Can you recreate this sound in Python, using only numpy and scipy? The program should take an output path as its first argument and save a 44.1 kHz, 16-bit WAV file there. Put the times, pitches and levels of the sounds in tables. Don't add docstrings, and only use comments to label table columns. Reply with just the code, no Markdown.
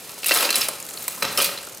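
import sys
import numpy as np
from scipy import signal
from scipy.fft import rfft, irfft
from scipy.io import wavfile
from scipy.ndimage import uniform_filter1d, minimum_filter1d

SR = 44100
rng = np.random.default_rng(int(sys.argv[2]) if len(sys.argv) > 2 else 0)


def put_to_file(sound):
    columns = np.atleast_2d(sound).T
    safe = np.clip(columns, -1, 1)
    whole_steps = np.round(safe * 32767)
    wavfile.write(sys.argv[1], SR, whole_steps.astype(np.int16))


def boost(x):
    u = np.asarray(x, float) / 20
    return 10 ** u


N = 79380

# f/Hz, level/dB per Hz
SHOP_AIR = [(12, -57), (20, -27), (150, -3), (499, 1.5), (2080, -8), (9670, -7.5), (16000, -12)]
# f/Hz, width/Hz, level/dB
WHEEL_HUM = [(76, 100, -63), (125.2, 23.3, -60.5), (174, 31, -56)]
# t/s, level over the hum/dB
SHUDDERS = [
    (.57, 9),
    (1.239, 18),
    (1.378, 14.5),
]

# t/s, peak level/dB
SEATS = [(0.0024, -46), (0.022, -37), (0.0474, -34), (0.0744, -26.5), (0.0927, -35), (0.116, -25),
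         (0.1406, -31), (0.161, -35), (0.187, -22.5), (0.202, -29), (0.2214, -26), (0.754, -23),
         (0.784, -28), (0.827, -30), (0.85, -21), (0.864, -22), (0.8914, -24), (0.9144, -26.5),
         (0.9353, -21), (0.9494, -34), (0.9986, -29), (1.041, -25), (1.1204, -21.5), (1.1487, -24),
         (1.1787, -29), (1.1914, -35), (1.5843, -30), (1.6122, -26), (1.6274, -24), (1.6487, -24),
         (1.668, -21), (1.695, -23.5), (1.7235, -25.5), (1.746, -24), (1.7722, -23.5)]
# t/s, peak level/dB
SNAPS = [(0.0513, -31), (0.0984, -34), (0.141, -25), (0.1986, -32), (0.7344, -25), (0.7454, -31),
         (0.7627, -25), (0.7843, -34), (0.8084, -34), (0.826, -20.5), (0.8485, -35), (0.8754, -32),
         (0.9004, -23), (0.9084, -24), (0.918, -31), (0.9407, -21.5), (0.9554, -42), (0.961, -28),
         (0.986, -22.5), (1.0076, -22), (1.0154, -38), (1.0232, -18), (1.0415, -21), (1.053, -23),
         (1.0984, -26), (1.1204, -31), (1.1277, -28), (1.1374, -29), (1.1542, -24), (1.162, -20),
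         (1.1814, -25), (1.191, -26), (1.6084, -32), (1.6212, -27), (1.637, -29), (1.644, -23),
         (1.6706, -23.5), (1.6872, -23.5), (1.694, -30), (1.722, -29), (1.733, -26.5), (1.7484, -26),
         (1.774, -33), (1.7816, -22.5)]
# f/Hz, level/dB per Hz
ROLLER_COLOUR = [(88, -25), (150, 12), (321, -7), (637, -36), (2600, 3.5), (9630, 18), (16000, -30)]
# f/Hz, width/Hz, level/dB
SEAT_RINGS = [(10000, 810, -10), (11000, 500, -26.5), (13200, 480, -2.5)]
# f/Hz, width/Hz, level/dB
PAWL_RINGS = [(6900, 520, 1), (8200, 2200, -4.5), (9500, 2000, 1)]

# t/s, level/dB, frame thud/dB, cage jingle/dB, f of the part struck/Hz
FIRST_SHIFT = [(0.2596, -6, -20, -4.5, 2770), (0.264, -16.5, -9, 11, 12800), (0.283, -14, -27, 2, 10500),
               (0.2918, -7, -23, -12, 2660), (0.3168, 1.5, -11, -17, 2690), (0.339, -8.5, -27, 3, 14200),
               (.346, -7, -10, 1, 3730), (0.3715, -3, -6, -4, 10350), (0.386, -11, -22, -10, 3540),
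               (0.406, -4, -13.5, -3.5, 2690), (0.4286, -12, -6.5, -25, 2600),
               (0.4378, -17.5, -11, -10, 1244), (0.449, -7, -9.5, -23, 4760), (0.4906, -7, -14, -19, 2690),
               (0.5036, 2.5, -16.5, -8.5, 4200), (0.527, -8.5, -20, -12, 4180), (0.542, -6, -16, -21, 4000),
               (0.556, -5, -27, 2.5, 10550), (0.5542, -1, -36, -12, 5250), (0.563, -11.5, -27, -22, 2670),
               (0.581, -25, -30, 8, 10650), (0.61, -13.5, -9, 1, 2690), (0.6146, -4.5, -37, -17, 5250),
               (.628, -14, -16, -19, 2700)]
# t/s, level/dB, frame thud/dB, cage jingle/dB, f of the part struck/Hz
SECOND_SHIFT = [(1.228, -19, -1, 7.5, 426), (1.242, -29, -4, -17, 445), (1.25, -20.5, -7, -14, 4000),
                (1.3743, 0, -13, -5, 5400), (1.382, -16, -2, -4, 1270), (1.388, -5.5, -6, -6, 3060),
                (1.3997, -13.5, -4.5, -10, 1270), (1.401, -7.5, -29, -26, 3150),
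                (1.408, -9, -17, -27, 2550), (1.415, -8.5, -3, -3, 3350), (1.42, -10.5, -26, 0.5, 10730),
                (1.425, -13, -22, -8, 13000), (1.428, -15, -25, -18, 2570), (1.441, -9, -25, -13, 2510),
                (1.4435, -5.5, -14, 2.5, 4750), (1.457, -16, -33, 1, 4250), (1.49, -20, -4, -17, 4250),
                (1.575, -18.5, -13, -26, 4120), (1.585, -22.5, -10.5, -8, 4200)]
# t/s, level/dB, frame thud/dB, cage
# jingle/dB, f of the part struck/Hz
KNOCKS = [(0.093, -20, -15, -8, 1170), (0.179, -27.5, -6, -10, 910), (0.2317, -15.5, -13.5, -10, 2680),
          (0.243, -11, -21, -4.5, 2600), (0.3093, -0.5, -4.5, -17, 1980), (0.685, -14, -4.5, 4, 10040),
          (0.6865, -16.5, -5.5, -20, 630), (0.8008, -23, -21, 0, 11000), (0.888, -23, -6.5, -4, 8400),
          (0.973, -18, -14, -16, 4306), (.909, -25.5, -6, -4, 745), (1.0272, -30.5, -24, 8.5, 14100),
          (1.0797, -11.5, -12, 4, 1010), (1.177, -29.5, -0.5, -10, 1040), (1.2229, -5.5, -3, -18, 1280),
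          (1.2234, -15, -24, -18, 4280), (1.2246, -4, -15, -20, 2470), (1.632, -23.5, -13, -8, 1610),
          (1.672, -35, 5.5, -6, 1394)]
# t/s, level/dB, frame thud/dB, cage jingle/dB
CHAIN_DRAG = [(0.248, -43, 2, 0.5), (.27, -22.5, -12, -4), (0.316, -22.5, 5, 0.5), (0.459, -24, 4.5, -3),
              (.5, -41.5, 8, -0.5), (0.568, -29.5, 8.5, 5), (.64, -29, -4, -0.5), (.72, -56, 16, 12.5),
              (1.1, -38.5, 2, 1.5), (1.22, -45.5, 9.5, 7.5), (1.238, -24, 6.5, -11.5), (1.372, -39, 3.5, 3),
              (1.377, -27, -5, 4.5), (1.46, -24, -4, -7.5), (1.58, -50.5, 9, 3), (1.8, -87, -48, -13)]
# f/Hz, level/dB per Hz
CONTACT_COLOUR = [(88, -46), (150, -21), (420, -2.5), (1300, -9), (2000, -4), (2700, -3.5), (7000, -5.5),
                  (15000, -2.5)]
# f/Hz, width/Hz, level/dB
METAL_RINGS = [(1270, 114, 1), (1926, 33, -5.5), (2443, 29, -0.5), (2690, 50, -0.5), (3105, 81, -1.5),
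               (4000, 55, 3), (4250, 110, 1), (4750, 50, 0.5), (5250, 230, 2), (7940, 50, -1),
               (9750, 1600, 9.5), (12670, 230, 4.5), (13900, 230, -18)]
# f/Hz, width/Hz, level/dB
FRAME_RINGS = [(250, 24, -6.5), (415, 18, -15.5), (553, 32, 5), (1072, 12, -1.5)]
ZONES_HZ = [1400, 2300, 5300, 8000]

BANDS_HZ = 100 * 2 ** np.arange(0, 7.3, 0.4)
RISE_S = 0.0005


def table(points, hz):
    points = np.array(points)
    return np.interp(np.log(hz), np.log(np.maximum(points[:, 0], 1)), points[:, 1])


def ring(x, hz, width):
    r = np.exp(-np.pi * np.clip(width, 5, hz) / SR)
    a = [1, -2 * r * np.cos(2 * np.pi * min(hz, SR / 2.2) / SR), r * r]
    return signal.lfilter([1, 0, -1], a, x) * np.sqrt((1 - r * r) / 2)


def broad(colour):
    shares = table(colour, BANDS_HZ) + 10 * np.log10(BANDS_HZ)
    shares = shares - 10 * np.log10(np.sum(10 ** (shares / 10)))
    return [(f, f / 4, db) for f, db in zip(BANDS_HZ, shares)]


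def walk(rate):
    k = int(SR / rate)
    return uniform_filter1d(np.repeat(rng.standard_normal(N // k + 1), k), k)[:N]


def grit():
    sizes = boost(3 * np.minimum(rng.exponential(size=N), 5))
    return sizes / np.sqrt(np.mean(sizes ** 2))


def bursts(times, db, decay_s):
    hits = np.zeros(N)
    np.add.at(hits, np.clip(times * SR, 0, N - 1).astype(int), boost(db))
    decay = np.exp(-1 / (decay_s * SR))
    rise = np.exp(-1 / (RISE_S * SR))
    fading = signal.lfilter([1], [1, -decay], hits)
    return signal.lfilter([1 - rise], [1, -rise], fading)


def zones(hz):
    low = np.interp(np.log(hz), np.log(ZONES_HZ), [1, 0, 0, 0])
    high = np.interp(np.log(hz), np.log(ZONES_HZ), [0, 0, 0, 1])
    return low, high


def shop():
    hz = np.maximum(np.arange(N // 2 + 1) * SR / N, 1)
    air = irfft(rfft(rng.standard_normal((2, N))) * boost(table(SHOP_AIR, hz)), N)
    return air / air.std() * boost([[-43], [-50.5]])


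def room(x):
    t60_s, treble_t60_s = 0.76, 0.23
    t = np.arange(SR) / SR
    noise = rng.standard_normal((2, SR))
    low = signal.lfilter([0.3], [1, -0.7], noise)
    tail = low * boost(-60 * t / t60_s) + (noise - low) * boost(-60 * t / treble_t60_s)
    tail = tail * np.clip(t / 0.025, 0, 1)
    tail = tail / np.sqrt(np.sum(tail[0] ** 2)) * boost([[-10], [-24]])
    return signal.fftconvolve(x[None], tail, axes=1)[:, :N]


def wheel():
    jolts = bursts(*np.array(SHUDDERS).T, decay_s=0.076)
    swell = 1 + uniform_filter1d(jolts, size=SR // 30)
    out = 0
    for hz, width, db in WHEEL_HUM:
        hum = ring(ring(rng.standard_normal(N), hz, width), hz, 3 * width)
        out = out + boost(db - 27.5 + 2 * walk(5.35)) * swell * hum
    return out


def ticks(events, parts, extra_db, decay_s, contact):
    times, db = np.array(events).T
    out = 0
    for hz, width, part_db in parts:
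        scatter_db = 2 * rng.standard_normal(len(times))
        push = bursts(times, db + extra_db + scatter_db, decay_s)
        out = out + boost(part_db) * ring(push * contact * rng.standard_normal(N), hz, width)
    return out


def teeth():
    contact = grit()
    seated = ticks(SEATS, broad(ROLLER_COLOUR) + SEAT_RINGS, -10, 0.004, contact)
    snapped = ticks(SNAPS, PAWL_RINGS, -3.5, 0.0005, contact)
    return seated + snapped


def pings(blows):
    t = np.arange(SR // 20) / SR
    hz = blows[:, 4:]
    low, high = zones(hz)
    db = blows[:, 1:2] + low * (blows[:, 2:3] + 8) + high * (blows[:, 3:4] + 4) - 10
    detune, phase = 0.025 * rng.standard_normal((2, len(hz), 1))
    partner = np.sin(2 * np.pi * (hz * (1 + detune) * t + 20 * phase))
    tone = np.sin(2 * np.pi * hz * t) + 0.5 * partner
    fade = np.exp(-t / 0.0048) * (1 - np.exp(-t / RISE_S))
    out = np.zeros(N + len(t))
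    starts = (blows[:, :1] * SR).astype(int)
    np.add.at(out, starts + np.arange(len(t)), boost(db) * tone * fade)
    return out[:N]


def clatter():
    t = np.arange(N) / SR
    parts = broad(CONTACT_COLOUR)
    parts = parts + [(f, max(w, 55), db - 18) for f, w, db in METAL_RINGS]
    parts = parts + [(f, w, db - 26) for f, w, db in FRAME_RINGS]
    # blows, decay of the rattle in s, strength of the sharp crack
    groups = [(np.array(FIRST_SHIFT + SECOND_SHIFT), 0.0043, 1.5), (np.array(KNOCKS), 0.0032, 4)]
    drag = np.array(CHAIN_DRAG)
    drag_db, drag_thud, drag_jingle = [np.interp(t, drag[:, 0], drag[:, k]) for k in (1, 2, 3)]
    contact, shake, out = grit(), walk(90), 0
    for k, (hz, width, db) in enumerate(parts):
        low, high = zones(hz)
        flicker_db = 2.5 * (shake + walk(59.97))
        push = boost(drag_db + low * drag_thud + high * drag_jingle + flicker_db)
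        crack = np.zeros(N)
        for blows, decay_s, sharp in groups:
            times, level, thud, jingle, struck_hz = blows.T
            octaves_away = np.log2(hz / struck_hz)
            struck_db = 5 * np.exp(-(octaves_away / 0.09) ** 2)
            scatter_db = 1.5 * rng.standard_normal(len(blows))
            size = level + low * (thud + 12) + high * (jingle + 4) - 7 + scatter_db + struck_db
            push = np.hypot(push, bursts(times, size, decay_s))
            np.add.at(crack, (times * SR + 8).astype(int), sharp * boost(size))
        rattle = push * contact * rng.standard_normal(N)
        out = out + boost(db) * ring(rattle + crack * (-1) ** k, hz, width)
    return signal.sosfilt(signal.butter(4, 170, "high", fs=SR, output="sos"), out)


def scene():
    spread = wheel() + teeth() + clatter()
    bike = spread + pings(np.array(FIRST_SHIFT + SECOND_SHIFT + KNOCKS))
    early = rng.standard_normal(400) * np.exp(-np.arange(400) / 120)
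    early = signal.lfilter([1, 0, -1], [1, -1.06, 0.1], early)
    side = boost(-19) * np.convolve(bike, early / np.linalg.norm(early))[:N]
    mid, side = np.array([bike, side]) + room(spread) + shop()
    return np.array([mid + side, mid - side])


def band_limit(x):
    return signal.sosfilt(signal.butter(12, 16820, fs=SR, output="sos"), x)


def record(dry):
    limit_db, release_s, squeeze = -7, 0.02, 0.65
    gain = np.minimum(1, boost(limit_db) / (np.abs(dry).max(axis=0) + 1e-9))
    span = int(release_s * SR / 8)
    smooth_gain = uniform_filter1d(minimum_filter1d(gain, 2 * span), span)
    dull = signal.lfilter(*signal.butter(1, 14500, fs=SR), dry)
    held = dull * smooth_gain ** squeeze
    cut = signal.sosfiltfilt(signal.butter(12, 15750, fs=SR, output="sos"), held)
    finished = cut + boost(-30) * (held - cut)
    return band_limit(finished)


dry = scene()
out = record(dry)
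put_to_file(out)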